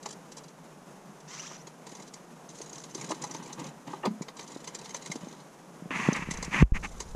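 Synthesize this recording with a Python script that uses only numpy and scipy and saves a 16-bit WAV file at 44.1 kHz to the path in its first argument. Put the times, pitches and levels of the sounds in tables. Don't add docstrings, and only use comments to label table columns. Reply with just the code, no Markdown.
import sys
import numpy as np
from scipy import signal
from scipy.fft import rfft, irfft, next_fast_len
from scipy.io import wavfile

SR = 44100
rng = np.random.default_rng(int(sys.argv[2]) if len(sys.argv) > 2 else 0)


def wrap_up_sound(samples):
    columns = np.atleast_2d(samples).T
    tamed = np.clip(columns, -1, 1)
    steps = np.round(tamed * 32767).astype(np.int16)
    wavfile.write(sys.argv[1], SR, steps)


N = 315665
T = np.arange(N) / SR
BAND_EDGE_HZ = 15200


def gain_of(db):
    return 10 ** (np.asarray(db) / 20)


def unit_rms(x):
    return x / np.sqrt(np.mean(x ** 2) + 1e-20)


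def add(mix, at_s, sound):
    part = mix[max(round(at_s * SR), 0):][:len(sound)]
    part += sound[:len(part)]


def colour(x, spectrum, size=4096):
    hz, db = np.transpose(spectrum)
    bins_hz = abs(np.fft.fftfreq(size, 1 / SR))
    log_gain = np.log(gain_of(np.interp(np.log(bins_hz + 1), np.log(hz + 1), db)))
    taps = np.fft.ifft(np.exp(np.conj(signal.hilbert(log_gain)))).real[:size // 2]
    return signal.oaconvolve(x, taps / np.linalg.norm(taps))[:len(x)]


def resonate(x, hz, width_hz):
    return signal.lfilter(*signal.iirpeak(hz, hz / width_hz, fs=SR), x)


def wander(rate_hz):
    size = next_fast_len(N, real=True)
    rolloff = 1 + (np.fft.rfftfreq(size, 1 / SR) / rate_hz) ** 4
    return unit_rms(irfft(rfft(rng.standard_normal(size)) / rolloff, size)[:N])


def friction(grain_db, rate_hz):
    return unit_rms(rng.standard_normal(N) * gain_of(grain_db * np.clip(wander(rate_hz), -2, 2)))


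def burst(t, swell_s):
    u = t / swell_s
    return (u * np.exp(1 - u)) ** 2 * rng.standard_normal(len(t))


def stroke(start_s, length_s, attack_s, release_s):
    rise = np.clip((T - start_s) / attack_s, 0, 1)
    return rise * np.clip(1 - (T - start_s - length_s) / release_s, 0, 1)


def scatter(start_s, length_s, per_s):
    gaps, deviates = rng.uniform(.3, 1.7, 64), np.clip(rng.standard_normal(64), -2, 2)
    offsets_s = (np.cumsum(gaps) - gaps[0] / 2) / per_s
    return [(start_s + s, deviate) for s, deviate in zip(offsets_s, deviates) if s < length_s]


def engine_bay(x, decay_s=0.0057, direct=0.72):
    t = T[:SR // 50]
    taps = rng.standard_normal(len(t)) * np.exp(-t / decay_s)
    taps /= np.linalg.norm(taps)
    taps[0] += direct
    return signal.oaconvolve(x, taps / np.linalg.norm(taps))[:len(x)]


# (frequency [Hz], density [dB])
AIR_SPECTRUM = [(25, -21), (90, -29), (112, -30), (150, 1.5), (270, -6.5), (950, -10.5), (2000, -22),
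                (4500, -30), (6500, -24), (8500, -31.5), (10500, -31.5), (13000, -40), (15500, -46)]
def air(level_db=-50.5):
    return gain_of(level_db) * colour(friction(grain_db=1, rate_hz=24), AIR_SPECTRUM)


# (frequency [Hz], width [Hz], gain [dB])
WALL_MODES = [(2030, 420, -4.5), (3090, 49, -4), (4000, 67, -2), (4740, 54, 1.5)]
def plastic_wall(x):
    return x + sum(gain_of(db) * resonate(x, hz, width_hz) for hz, width_hz, db in WALL_MODES)


# (frequency [Hz], density [dB])
CRISP_SPECTRUM = [(1500, -22), (3500, -10), (5200, -5.5), (6000, 1.5), (6600, -3.5), (7600, -2.5),
                  (8200, -10), (10000, -13.5), (12000, -28.5), (15500, -66)]
DULL_SPECTRUM = [(200, -15), (450, 10), (680, -5), (950, 7.5), (1450, -9.5), (2100, -2), (2600, -10),
                 (3300, -9.5), (4000, -3.5), (5200, -9), (8000, -29.5)]
# (time [s], relative level [dB])
SCUFFS = [(0.025, -43.5), (.085, -42), (.103, -38.5), (.123, -41.5), (.315, -43), (0.366, -41), (.378, -42),
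          (.434, -49.5), (.479, -50), (1.199, -50.5), (2.02, -45), (2.074, -47), (3.088, -36.5),
          (3.105, -33), (4.365, -44), (4.474, -42.5), (4.785, -42), (4.96, -38), (5.152, -41.5),
          (6.334, -38.5), (6.442, -36)]
def scuffs(crisp_db=-5, dull_db=-10, swell_s=0.0067):
    slips = np.zeros(N)
    for at_s, db in SCUFFS:
        add(slips, at_s, gain_of(db) * burst(T[:SR // 8], swell_s))
    crisp = gain_of(crisp_db) * colour(slips, CRISP_SPECTRUM)
    dull = gain_of(dull_db) * colour(engine_bay(slips), DULL_SPECTRUM)
    return plastic_wall(crisp + dull)


# (frequency [Hz], relative level [dB], t60 [s])
JUG_MODES = [(250, -4, 0.035), (320.5, -1.5, 0.086), (388, 1, 0.081), (500, -1, 0.047), (640, 0, 0.046),
             (828, 2, 0.06), (906, 4.5, 0.058), (1000, -2, 0.088), (1104, -1.5, 0.042), (1230, -4, 0.067),
             (1750, -5, 0.011), (2860, -11, 0.013)]
# (time [s], peak [dB], tilt [dB/octave], contact swell [s])
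BUMPS = [(.056, -27, 4.5, 0.0014), (1.507, -37, 0, 0.0028), (2.947, -30, -8.5, 0.0029),
         (3.1, -21.5, -5, 0.0043), (3.115, -22.5, 0, 0.0018), (3.234, -30, 4.5, 0.0046),
         (3.344, -29.5, -2, 0.0027), (3.93, -25, 1.5, 0.003), (4.027, -24, 5, 0.011),
         (4.048, -19.5, -3.5, 0.0074)]
def jug_bumps(pivot_hz=700):
    out, t = np.zeros(N), T[:SR // 6]
    for at_s, db, tilt_db, contact_s in BUMPS:
        walls = np.zeros(len(t))
        for k, (hz, mode_db, t60_s) in enumerate(JUG_MODES):
            envelope = gain_of(mode_db + tilt_db * np.log2(hz / pivot_hz) - 60 * t / t60_s)
            walls += (-1) ** k * envelope * np.sin(2 * np.pi * hz * t)
        blow = signal.fftconvolve(burst(t, contact_s), walls)[:len(t)]
        add(out, at_s, gain_of(db) * blow / abs(blow).max())
    return out


# (time [s], relative level [dB], dull offset [dB])
CRINKLES = [(.057, -34, 1), (1.669, -40.5, 0.5), (1.866, -40, 2), (2.138, -34, -15), (2.614, -34.5, -7),
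            (2.838, -35, -6), (2.947, -30, -8), (3.01, -33, -4.5), (3.043, -34.5, -4), (3.117, -41, 8.5),
            (3.22, -31.5, -11), (3.238, -30.5, -7), (3.311, -31.5, -14), (3.345, -36.5, 3),
            (3.527, -35, -7), (4.053, -32.5, 7.5), (4.219, -36, -2), (4.283, -45.5, 11.5),
            (4.392, -36.5, 3.5), (4.517, -40, -4), (4.642, -35.5, -7), (4.673, -35, 2), (4.746, -31.5, -4),
            (4.857, -39, 3), (4.893, -38.5, -1.5), (4.945, -30.5, -.5), (5.06, -32, -3),
            (5.115, -29.5, -.5), (6.13, -31, -0.5), (6.162, -32.5, 0.5), (6.308, -25, -8), (6.372, -37, -6),
            (6.426, -29.5, 1.5), (7.003, -26.5, -3)]
# (time [s], relative level [dB])
FOLD_TICKS = [(2.489, -42), (2.552, -41), (2.585, -40.5), (2.66, -41), (2.694, -41), (2.729, -37),
              (2.755, -36.5), (2.78, -38)]
def crinkles(crisp_db=-7, dull_db=-5, snap_s=0.0032, fold_hz=6566, fold_width_hz=170, fold_db=9.5,
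             swell_db=-15, swell_s=0.018, swell_lead_s=.01, snap_lead_s=0.001003,
             small_boost_db=8, tick_dull_db=-11):
    crisp, dull, t = np.zeros(N), np.zeros(N), T[:SR // 8]
    small = [(at_s, fizz_db + small_boost_db + jitter_db, offset_db)
             for start_s, length_s, fizz_db, _, offset_db in ARM_MOVES
             for at_s, jitter_db in scatter(start_s, length_s, per_s=22)]
    snaps = [(at_s, db, tick_dull_db, snap_s, fold_hz) for at_s, db in FOLD_TICKS]
    for at_s, db, offset_db in CRINKLES + small:
        rise_s = snap_s * np.exp(.3 * rng.uniform(-1.2, 1))
        ring_hz = fold_hz * (1 + 0.066 * rng.uniform(-1.01, 1))
        snaps.append((at_s, db, offset_db, rise_s, ring_hz))
    for at_s, db, offset_db, rise_s, ring_hz in snaps:
        sizzle, knock = (engine_bay(burst(t, rise_s)) for _ in range(2))
        knock_hz = ring_hz * rng.uniform(.3, .7)
        sizzle += gain_of(fold_db) * resonate(sizzle, ring_hz, fold_width_hz)
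        knock += gain_of(fold_db) * resonate(knock, knock_hz, fold_width_hz / 2)
        for layer, snap, layer_db in ((crisp, sizzle, crisp_db), (dull, knock, dull_db + offset_db)):
            add(layer, at_s - swell_lead_s, gain_of(db + layer_db + swell_db) * burst(t, swell_s))
            add(layer, at_s - snap_lead_s, gain_of(db + layer_db) * snap)
    return plastic_wall(colour(crisp, CRISP_SPECTRUM) + colour(dull, DULL_SPECTRUM))


# (time [s], level [dB], start pitch [Hz])
GULPS = [(0.599, -50, 250), (0.934, -48, 196), (1.089, -43, 187)]
def oil_gulps(swell_s=0.0076, rise_per_s=1.9):
    out, t = np.zeros(N), T[:SR // 6]
    envelope = t / swell_s * np.exp(1 - t / swell_s)
    for at_s, db, hz in GULPS:
        add(out, at_s, gain_of(db) * envelope * np.sin(2 * np.pi * hz * t * (1 + rise_per_s * t)))
    return out


# (frequency [Hz], density [dB])
CLOTH_SPECTRUM = [(500, -13), (1050, 3.5), (4500, -2), (6000, 5.5), (7400, -0.5), (8300, -11.5),
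                  (15000, -35)]
SLEEVE_SLIDES = [(.44, [(1.277, 880, -50.5), (1.342, 1110, -43.5), (1.363, 810, -47.5),
                 (1.385, 2200, -43.5), (1.398, 2760, -42), (1.412, 3200, -44)]), (.47, [(1.415, 880, -47),
                 (1.438, 1150, -43.5), (1.458, 1700, -47), (1.476, 3300, -44), (1.492, 3800, -52)]),
                 (0.86, [(1.492, 3000, -50.5), (1.545, 2900, -48), (1.572, 2500, -52)]),
                 (0.49, [(1.578, 4100, -57), (1.625, 6700, -60)])]
def sleeve_zip(trim_db=-1, overtone_db=-2, squeak_hz=5900, squeak_db=-2):
    out, waver = np.zeros(N), 1 + .045 * wander(300)
    catching = unit_rms(gain_of(2.1 * wander(260)))
    for roughness, curve in SLEEVE_SLIDES:
        times_s, rate_hz, db = np.transpose(curve)
        on = (T > times_s[0]) & (T < times_s[-1])
        pitch_hz = np.interp(T[on], times_s, rate_hz) * waver[on]
        phase = 2 * np.pi * np.cumsum(pitch_hz) / SR
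        ribs = sum(gain_of(overtone_db * (k > 2)) * np.cos(k * phase) * (k * pitch_hz < BAND_EDGE_HZ)
                   for k in range(1, 15))
        ribs *= np.sqrt(2 * pitch_hz / BAND_EDGE_HZ)
        slide = np.sqrt(1 - roughness) * ribs + np.sqrt(roughness) * rng.standard_normal(N)[on]
        out[on] += gain_of(np.interp(T[on], times_s, db) + trim_db) * catching[on] * slide
    squeak = gain_of(squeak_db) * resonate(out, squeak_hz, width_hz=260)
    return colour(out + squeak, CLOTH_SPECTRUM)


# (frequency [Hz], density [dB])
BODY_SPECTRUM = [(90, -25), (155, 9), (260, -4), (430, -2), (700, -9), (930, -3), (1300, -17.5),
                 (2000, -17), (3500, -24.5), (7000, -44)]
# (start [s], length [s], relative fizz [dB], relative body [dB], dull offset [dB])
ARM_MOVES = [(1.871, 0.15, -51.5, -51, -4.5), (2.479, 0.5, -54, -49.5, -10), (2.97, 0.54, -50, -41.5, -8),
             (3.567, 0.09, -46, -34.5, -8), (3.859, 0.07, -55.5, -39.5, 1),
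             (4.347, 0.26, -53.5, -49.5, -0.5), (4.658, 0.502, -51.5, -50.5, 0),
             (5.191, 0.19, -54.5, -50.5, 1), (6.781, 0.34, -55, -77, -12)]
def rustle(fizz_db=-7, scrape_db=-7, body_db=-3):
    fizz, scrape, body = np.zeros((3, N))
    for start_s, length_s, sleeve_db, jug_db, offset_db in ARM_MOVES:
        effort = stroke(start_s, length_s, attack_s=0.024, release_s=0.084)
        fizz += gain_of(sleeve_db + fizz_db) * effort
        scrape += gain_of(sleeve_db + offset_db + scrape_db) * effort
        body += gain_of(jug_db + body_db) * effort
    slips = friction(grain_db=5.5, rate_hz=85)
    sleeve = colour(fizz * slips, CRISP_SPECTRUM) + colour(scrape * slips, DULL_SPECTRUM)
    hollow = body * colour(friction(grain_db=3.9, rate_hz=63), BODY_SPECTRUM)
    return engine_bay(plastic_wall(sleeve) + hollow)


# (time [s], relative level [dB], settled pitch [Hz])
THUMPS = [(2.605, -33, 380), (4.211, -24.5, 178), (4.563, -29, 267), (5.1, -29, 168), (5.158, -26.5, 251.6),
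          (5.235, -30.5, 176), (5.271, -32, 230), (5.823, -34.5, 175), (5.908, -26.5, 249),
          (6.088, -6.5, 175), (6.125, -21, 206), (6.288, -24.5, 158), (7.149, -26.5, 250)]
def finger_thumps(trim_db=2, overshoot=1.28, sag_s=0.00088, firm_cycles=0.62, light_touch_db=-36,
                  fidget_s=(5.84, 6.5), tap_db=-31, tap_spread_db=3, tap_hz=168):
    out, t = np.zeros(N), T[:SR // 16]
    taps = [(at_s, tap_db + tap_spread_db * deviate, tap_hz)
            for at_s, deviate in scatter(fidget_s[0], fidget_s[1] - fidget_s[0], per_s=16)]
    for at_s, db, hz in THUMPS + taps:
        decay_cycles = firm_cycles + gain_of(light_touch_db - db)
        phase = 2 * np.pi * hz * (t + overshoot * sag_s * (1 - np.exp(-t / sag_s)))
        add(out, at_s, -gain_of(db + trim_db) * np.exp(-t * hz / decay_cycles) * np.sin(phase))
    return out


# (frequency [Hz], relative level [dB], t60 [s])
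BOOM_MODES = [(185.3, 0.5, 0.23), (216.5, -1, 0.31), (253, -3, 0.14), (379, -12, 0.064)]
def jug_landing(at_s=4.054, db=-21, swell_s=0.017, scuff_db=-9, scuff_s=0.01):
    out, t = np.zeros(N), T[:SR // 3]
    boom = sum(gain_of(mode_db - 60 * t / t60_s) * np.sin(2 * np.pi * hz * t)
               for hz, mode_db, t60_s in BOOM_MODES)
    rocking = gain_of(2 * wander(110)[:len(t)])
    add(out, at_s, gain_of(db) * (1 - np.exp(-t / swell_s)) * rocking * boom)
    add(out, at_s, gain_of(db + scuff_db) * colour(burst(t, scuff_s), BODY_SPECTRUM))
    return out


# (frequency [Hz], density [dB])
PORT_SPECTRUM = [(100, -17.5), (170, 4.5), (400, -9.5), (680, -13), (900, -1), (1120, 1), (1450, -7.5),
                 (2000, 1.5), (2650, -3.5), (3200, -14.5), (4200, -26), (15000, -58)]
SKIN_HISS_SPECTRUM = [(2500, -15), (4200, -4.5), (5300, -5), (6400, 2.5), (7600, -6.5), (8300, -11),
                      (10500, -14.5), (15000, -37)]
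# (start [s], length [s], attack [s], level [dB], hiss offset [dB])
RUBS = [(5.905, 0.043, 0.0028, -35.5, -19), (5.944, 0.14, 0.02, -32.5, -15),
        (6.085, 0.041, 0.02, -38.5, -12.5), (6.139, 0.04, 0.013, -32, -18.5),
        (6.184, 0.048, 0.014, -38.5, -14), (6.237, 0.29, 0.025, -47, -11.5),
        (6.507, 0.116, 0.039, -28.5, -17.5), (6.731, 0.038, 0.023, -36, -15),
        (6.825, 0.03, 0.015, -33.5, -14.5)]
def port_rubs():
    pressure, hiss = np.zeros((2, N))
    for start_s, length_s, attack_s, db, hiss_db in RUBS:
        push = gain_of(db) * stroke(start_s, length_s, attack_s, release_s=0.018)
        pressure += push
        hiss += gain_of(hiss_db) * push
    cavity = colour(friction(grain_db=1.6, rate_hz=150), PORT_SPECTRUM)
    waver = gain_of(1.3 * wander(25))
    return waver * pressure * cavity + hiss * colour(rng.standard_normal(N), SKIN_HISS_SPECTRUM)


# (time [s], impulse level before filtering [dB])
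SMACKS = [(5.9082, -11.5), (6.6251, -3)]
def port_smacks():
    impulses = np.zeros(N)
    for at_s, db in SMACKS:
        impulses[round(at_s * SR)] = gain_of(db)
    return colour(impulses, PORT_SPECTRUM)


# (frequency [Hz], density [dB])
RUMBLE_SPECTRUM = [(25, 2.5), (60, 3.5), (100, -8), (200, -14.5), (500, -55)]
def low_rumble(start_s=6.06, rise_s=0.37, level_db=-44.5, sway_db=4):
    envelope = np.clip((T - start_s) / rise_s, 0, 1) * gain_of(level_db + sway_db * wander(8.7))
    return envelope * colour(rng.standard_normal(N), RUMBLE_SPECTRUM)


def pop(t, db, start_hz, end_hz, sag_s, decay_s, attack_s):
    turns = end_hz * t + (start_hz - end_hz) * sag_s * (1 - np.exp(-t / sag_s))
    return gain_of(db) * (1 - np.exp(-t / attack_s)) * np.exp(-t / decay_s) * np.sin(2 * np.pi * turns)


def sealed_port(sound, shut_s=6.6255, freed_s=6.721, clear_s=6.752, muffle_db=-9,
                judder_hz=140, judder_db=-7, swell_s=0.0097):
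    covered = np.interp(T, [shut_s, shut_s + 0.0055, clear_s - .02, clear_s], [0, 1, 1, 0])
    out, t = sound * gain_of(muffle_db * covered), T[:SR // 8]
    judder = gain_of(judder_db) * np.exp(-t / swell_s) * np.sin(2 * np.pi * judder_hz * t)
    add(out, shut_s - t[-1], judder[::-1])
    add(out, shut_s, -pop(t, db=-4, start_hz=385, end_hz=50, sag_s=.0024, decay_s=.012, attack_s=.0001))
    release = pop(t, db=-11.5, start_hz=105, end_hz=16, sag_s=.0038, decay_s=.017, attack_s=.00063)
    add(out, freed_s, release)
    return out


def scene(low_cut_hz=114):
    full_band = air() + port_rubs() + low_rumble() + port_smacks()
    handling = (oil_gulps() + rustle() + sleeve_zip() + jug_bumps() + jug_landing()
                + finger_thumps() + crinkles() + scuffs())
    low_cut = signal.butter(5, low_cut_hz, "high", fs=SR, output="sos")
    return sealed_port(full_band + signal.sosfiltfilt(low_cut, handling))[None]


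def record(dry, ceiling=.52):
    rounded = dry / (1 + (dry / ceiling) ** 4) ** .25
    low_pass = signal.firwin(511, BAND_EDGE_HZ, window=("kaiser", 9), fs=SR)
    return signal.oaconvolve(rounded, low_pass[None], "same")


dry = scene()
out = record(dry)
wrap_up_sound(out)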